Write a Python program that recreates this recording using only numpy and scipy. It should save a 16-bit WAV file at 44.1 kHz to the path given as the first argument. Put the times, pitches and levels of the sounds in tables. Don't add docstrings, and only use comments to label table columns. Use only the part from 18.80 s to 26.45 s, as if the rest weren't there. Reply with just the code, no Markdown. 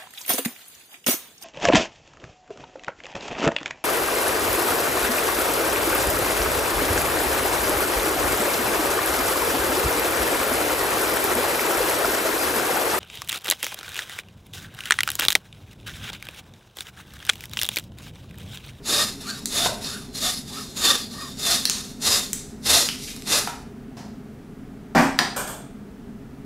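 import sys
import numpy as np
from scipy import signal
from scipy.fft import rfft, irfft, next_fast_len
from scipy.io import wavfile
from scipy.ndimage import uniform_filter1d, map_coordinates

SR = 44100
rng = np.random.default_rng(int(sys.argv[2]) if len(sys.argv) > 2 else 0)


def persist_wave(psi):
    counts = np.round(np.clip(psi, -1, 1) * 32767).astype(np.int16)
    wavfile.write(sys.argv[1], SR, np.atleast_2d(counts).T)


N = 337365

# (frequency [Hz], relative level [dB])
AIR_COLOUR = [(12, -35.5), (20, -3), (109, -5.5), (144, -1), (180, -9.5), (259, 0.5), (333, -17.5),
              (416, -3), (505, -41), (686, -18), (1040, -25.5), (1300, -23.5), (4070, -37.5),
              (15500, -45.5)]
# (centre [Hz], width [Hz], relative level [dB])
HUM_MODES = [(145.4, 25, -3.5), (208.3, 19.2, 5), (265, 27, 1), (435, 150, -11.5), (664, 46, -12)]
# (start [s], skidding [s], cutting [s], level [dB], mean tooth rate at full speed [teeth/s],
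# bone body [dB], frame ring [dB])
PUSHES = [(0.062, .005, 0.15, -21.5, 612, -9.5, -13), (0.708, 0.005, 0.14, -23, 694, -10, -19),
          (1.355, 0.047, 0.083, -21, 727, -16, -15.5), (1.972, .03, 0.11, -19, 558, -10, -10.5),
          (2.597, .03, 0.12, -19.5, 720, -12.5, -17.5), (3.226, .002, 0.12, -18, 580, -11, -20.5),
          (3.862, 0.0092, 0.098, -14, 680, -10, -32), (4.478, 0.0051, 0.076, -18.5, 760, -6.5, -16.5)]
# (start [s], skidding [s], cutting [s], level [dB], mean tooth rate at full speed [teeth/s],
# bone body [dB], frame ring [dB])
PULLS = [(0.41, 0.038, 0.062, -34.5, 1480, -8.5, -11.5), (1.022, 0.0033, 0.062, -31.5, 1480, -8.5, -13),
         (1.68, 0.036, 0.085, -34.5, 1260, -14, -13.5), (2.315, 0.061, 0.048, -35, 1205, -15, -6),
         (2.90, .005, 0.058, -33, 1140, -11.5, -18.5), (3.535, 0.0026, 0.0093, -40, 1420, -16, -29.5),
         (4.15, 0.056, .085, -37, 1110, -31, -39)]
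# (centre [Hz], width [Hz], relative level [dB])
BLADE_MODES = [(3623, 49, 9), (3765, 57, 4.5), (3970, 110, -8), (4205, 92, 3.5), (4470, 110, 2),
               (4914, 120, 3.5), (5400, 180, -5), (6760, 350, -2.5), (10110, 300, -3.5)]
# (centre [Hz], width [Hz], relative level [dB])
FRAME_MODES = [(1154, 34, 7.5), (1866, 61, 5.5), (1950, 30, -23.5)]
# (centre [Hz], width [Hz], relative level [dB])
BOARD_MODES = [(83.6, 26, 0)]
# (frequency [Hz], relative level [dB])
CRUNCH_COLOUR = [(1500, -44), (2050, -6), (2300, -6), (3100, -15), (3700, -0.5), (4600, -1.5), (6000, -2),
                 (8500, -5.5), (10400, -7), (11500, -8.5), (14000, -12.5), (15500, -32.5)]
# (frequency [Hz], relative level [dB])
BONE_COLOUR = [(100, -22), (200, 2.5), (400, 3.5), (600, 2), (900, 2), (1300, 1.5), (1900, -0.5),
               (2600, 6.5), (3600, -23)]
# (time [s], relative level [dB], centre [Hz], width [Hz], t60 of the force [s])
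BONE_SNAPS = [(0.6575, -3.5, 6650, 2720, 0.0053), (2.854, 4, 4800, 900, 0.0052),
              (2.898, 3, 4800, 3200, 0.0045), (3.5315, -4.5, 7800, 5000, 0.0093),
              (4.0887, -0.5, 3000, 2000, 0.003), (4.3641, -18, 6000, 4990, 0.0048),
              (4.422, -20, 4197, 3970, 0.0059)]
# (time [s], relative level [dB], centre [Hz], width [Hz], t60 of the force [s])
CARCASS_BUMPS = [(0.859, -6.5, 820, 270, 0.028), (0.859, -20.5, 83.5, 40, 0.034),
                 (1.045, -21, 4314, 598, .06), (4.275, -32.5, 2650, 704, 0.19),
                 (4.674, -12, 854, 460, 0.025), (5.168, -36, 760, 387, 0.4),
                 (5.17, -41.5, 5100, 2000, 0.37)]
# (time [s], counter boom [dB], steel clash [dB], loose rattle [dB])
LANDINGS = [(6.149, -20.5, -15, -41.5), (6.159, -19, -16, -49.5), (6.179, -24, -16.5, -35),
            (6.218, -23, -23, -37), (6.382, -50, -47, -38.5), (6.393, -34, -22, -64.5),
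            (6.563, -58, -42.5, -27), (6.586, -47, -34.5, -49), (6.675, -61, -65, -33)]
# (frequency [Hz], mean relative level [dB], t60 [s])
COUNTER_MODES = [(80.1, -16.5, 0.32), (165.1, 2, 0.3), (241.3, 5.5, 0.42), (271, 0, 0.63),
                 (351.5, -5.5, 0.28), (648, -27, 0.37), (780, -18, 0.22), (973, -8, 0.28), (1070, -9, 0.28)]
# (frequency [Hz], relative level [dB])
CLASH_COLOUR = [(180, -15), (300, -4.5), (476, -10), (800, -1), (1200, -9), (1480, -6), (2300, -12.5),
                (3750, -25.5), (5200, -20.5), (11000, -35.5), (12500, -34.5), (15500, -43)]
# (frequency [Hz], relative level [dB])
RATTLE_COLOUR = [(300, -17.5), (630, -4), (1100, -8), (1700, -10), (2000, -31), (2300, -15), (2900, -19.5),
                 (3400, -14.5), (3900, -23), (5800, -21.5), (8600, -11.5), (9900, -24), (13000, -16.5),
                 (15500, -29.5)]
# (time [s], relative level [dB], centre [Hz], width [Hz], t60 of the force [s])
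HANDLE_CLACKS = [(6.3895, 3, 1680, 580, 0.0071), (6.3895, 2, 4750, 1480, 0.0095)]
# (frequency [Hz], t60 [s])
KITCHEN_DECAY = [(150, 0.57), (800, 0.47), (4000, 0.5), (9000, 0.43), (15000, 0.19)]
# (frequency [Hz], side level [dB])
SIDE_LEVEL = [(60, -27), (150, -38), (2500, -41), (5000, -20), (9000, -15), (13000, -13)]

CUT_THROUGH_S = 4.85
ATTACK_S, BITE_S = 0.035, 0.044
ONSET_DB = -27.5
PUSH_SKID_DB, PULL_SKID_DB = -10, -4.5
PUSH_RELEASE_DB_PER_S, PULL_RELEASE_DB_PER_S = 144, 86
PUSH_GROAN_DB, PULL_GROAN_DB = -16, -8.5
PUSH_RING_DB, PULL_RING_DB = 1, 2
GRIP_FROM_S = 2.54
PUSH_GRIP_DB_PER_S, PULL_GRIP_DB_PER_S = 3, 14
TOP_HZ = 15700


def amp(db):
    return 10 ** (np.asarray(db) / 20)


def unit(x):
    return x / np.sqrt(np.mean(x ** 2) + 1e-20)


def along(points, hz):
    f, v = np.transpose(points)
    return np.interp(np.log(hz + 1), np.log(f), v)


def wobble(rate):
    return map_coordinates(rng.standard_normal(2048), [np.arange(N) * rate / SR], mode="wrap")


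def filtered(x, response):
    n = x.shape[-1]
    m = next_fast_len(n + 8192)
    return irfft(rfft(x, m) * response(np.fft.rfftfreq(m, 1 / SR)), m)[..., :n]


def coloured(x, points, size=2048):
    cepstrum = irfft(np.log(amp(along(points, np.fft.rfftfreq(size, 1 / SR)))))
    cepstrum[1:size // 2] *= 2
    cepstrum[size // 2 + 1:] = 0
    impulse = irfft(np.exp(rfft(cepstrum)))
    return signal.fftconvolve(x, impulse)[:len(x)]


def resonate(x, modes):
    def response(f):
        total = 0
        for k, (centre, width, db) in enumerate(modes):
            damping = 1j * f * width
            total = total + (-1) ** k * amp(db) * damping / (centre * centre - f * f + damping)
        return total
    return filtered(x, response)


def burst(t60):
    return rng.standard_normal(SR) * amp(-60 * np.arange(SR) / SR / t60)


def add(track, s, sound):
    part = track[round(s * SR):][:len(sound)]
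    part += sound[:len(part)]


def kitchen(x, wet_db):
    hz, t, z = signal.stft(rng.standard_normal(SR * 3 // 4), SR, nperseg=256)
    decay = amp(-60 * t / along(KITCHEN_DECAY, hz)[:, None])
    tail = signal.istft(z * decay, SR, nperseg=256)[1]
    tail *= 1 - np.exp(-np.arange(len(tail)) / SR / 0.0014)
    return x + amp(wet_db) * signal.fftconvolve(x, tail / np.linalg.norm(tail))[:len(x)]


def refrigeration():
    air = unit(filtered(rng.standard_normal(N), lambda hz: amp(along(AIR_COLOUR, hz))))
    panels = resonate(rng.standard_normal(N), HUM_MODES)
    hum = unit(filtered(panels, lambda hz: 1 / (1 + (hz / 700) ** 4)))
    return amp(-42) * air + amp(-42.5) * hum


def strokes():
    start, _, _, _, *settings = np.transpose(sorted(PUSHES + PULLS))
    turns = np.append(start - ATTACK_S, CUT_THROUGH_S)
    progress = np.interp(np.arange(N) / SR, turns, np.arange(len(turns)))
    which = np.minimum(progress.astype(int), len(start) - 1)
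    speed = np.abs(np.sin(np.pi * progress)) ** 0.85
    direction = np.arange(len(start)) % 2.0
    return [speed] + [uniform_filter1d(c[which], size=1024) for c in [direction, *settings]]


def effort(rows, skid_db, release_db_per_s):
    t, power = np.arange(N) / SR, np.zeros(N)
    for start, skid, cut, db, *_ in rows:
        u = t - start
        attack = ONSET_DB * np.maximum(-u / ATTACK_S, 0)
        bite = skid_db * np.clip(1 - (u - skid) / BITE_S, 0, 1)
        release = release_db_per_s * np.maximum(u - skid - cut, 0)
        power += amp(db + attack + bite - release) ** 2
    return np.sqrt(power)


def teeth(passed, size_db, dust):
    slip, size = rng.standard_normal((2, 8192))[:, :int(passed[-1])]
    tooth = np.arange(len(slip)) + 0.25 * slip
    when = np.interp(tooth, passed, np.arange(N))
    bites = np.bincount(when.astype(int), amp(size_db * np.tanh(size)), N)
    bites = unit(bites) + dust * rng.standard_normal(N)
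    return bites / np.sqrt(np.abs(uniform_filter1d(bites ** 2, size=1024)) + 1e-9)


def blade_ring(bites, shift_db, bend):
    ring = sum(resonate(bites, [mode]) * amp(shift_db * wobble(12)) for mode in BLADE_MODES)
    read_at = np.arange(N) + np.cumsum(bend * wobble(12))
    return unit(np.interp(read_at, np.arange(N), ring))


def groan(passed, catch_db):
    note, octave = np.sin(2 * np.pi * passed), np.sin(2 * np.pi * 2 * passed)
    tone = note * amp(catch_db * np.tanh(wobble(35)))
    tone += amp(-8.5) * octave * amp(catch_db * np.tanh(wobble(38)))
    return unit(kitchen(tone, wet_db=-3.5))


def sawing():
    push_level = effort(PUSHES, PUSH_SKID_DB, PUSH_RELEASE_DB_PER_S)
    pull_level = effort(PULLS, PULL_SKID_DB, PULL_RELEASE_DB_PER_S)
    level = np.hypot(push_level, pull_level)
    speed, pulling, top_rate, body_db, frame_db = strokes()

    def by_direction(push, pull):
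        return push + (pull - push) * pulling

    buried_s = np.maximum(np.arange(N) / SR - GRIP_FROM_S, 0)
    damping_db = by_direction(PUSH_GRIP_DB_PER_S, PULL_GRIP_DB_PER_S) * buried_s
    ring_db = by_direction(PUSH_RING_DB, PULL_RING_DB) - damping_db
    groan_db = by_direction(PUSH_GROAN_DB, PULL_GROAN_DB - 1.8 * damping_db)

    judder = 1 + by_direction(0.04, 0.07) * wobble(120)
    passed = np.cumsum(top_rate * speed * judder) / SR
    pressure = amp(1.22 * wobble(70))

    def contact():
        return pressure * unit(kitchen(teeth(passed, size_db=3.5, dust=0.9), wet_db=-1.5))

    bites = contact()
    blade_bites = contact()
    grip = 1 / np.hypot(amp(ring_db), 1)
    ring = amp(ring_db) * blade_ring(blade_bites, shift_db=4.0, bend=0.016)
    treble = grip * (ring + unit(coloured(bites, CRUNCH_COLOUR)))
    rocking = grip ** 2 * amp(-20.5) * unit(resonate(resonate(bites, BOARD_MODES), BOARD_MODES))
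    body = amp(body_db) * unit(coloured(bites, BONE_COLOUR))
    frame = amp(frame_db) * unit(resonate(bites, FRAME_MODES))
    singing = speed ** 2 * (amp(groan_db) * groan(passed, catch_db=8) + frame)
    return kitchen(level * (treble + body + singing + rocking), wet_db=-27)


def knocks(rows, wet_db):
    out = np.zeros(N)
    for s, db, hz, width, t60 in rows:
        ringing = resonate(burst(t60), [(hz, width, 0)])
        knock = filtered(ringing, lambda f: 1 / (1 + 1j * f / 11000))
        knock *= np.sqrt(t60 * SR) / np.linalg.norm(knock) / 8
        add(out, s, amp(db) * kitchen(knock, wet_db))
    return out


def landing():
    out, t = np.zeros(N), np.arange(SR) / SR

    def strike(colour, t60):
        return unit(coloured(burst(t60), colour)) * np.sqrt(t60 / np.log(10 ** 6))

    for s, boom_db, clash_db, rattle_db in LANDINGS:
        boom = np.zeros(SR)
        for hz, db, t60 in COUNTER_MODES:
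            mode_db = db + rng.normal(0, 0.87)
            boom += amp(mode_db - 60 * t / t60) * np.sin(2 * np.pi * hz * t)
        boom *= 1.2 * (1 - np.exp(-t / 0.007))
        chatter = unit(amp(2.3 * wobble(183)[:SR]))
        clash = amp(clash_db) * strike(CLASH_COLOUR, t60=0.16)
        rattle = amp(rattle_db) * strike(RATTLE_COLOUR, t60=0.29)
        add(out, s, amp(boom_db) * boom + kitchen(chatter * (clash + rattle), wet_db=1))
    return out + knocks(HANDLE_CLACKS, wet_db=-4)


def scene():
    mid = refrigeration() + sawing() + landing()
    mid += knocks(BONE_SNAPS, wet_db=-3) + knocks(CARCASS_BUMPS, wet_db=-1.0)
    scatter = burst(0.12)
    diffuse = signal.fftconvolve(mid, scatter / np.linalg.norm(scatter))[:N]
    side = filtered(diffuse, lambda hz: amp(along(SIDE_LEVEL, hz)))
    return np.array([mid + side, mid - side])


def record(dry):
    rounded = dry / (1 + np.abs(dry / 0.85) ** 4) ** (1 / 4)
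    return filtered(rounded, lambda hz: hz < TOP_HZ)


dry = scene()
out = record(dry)
persist_wave(out)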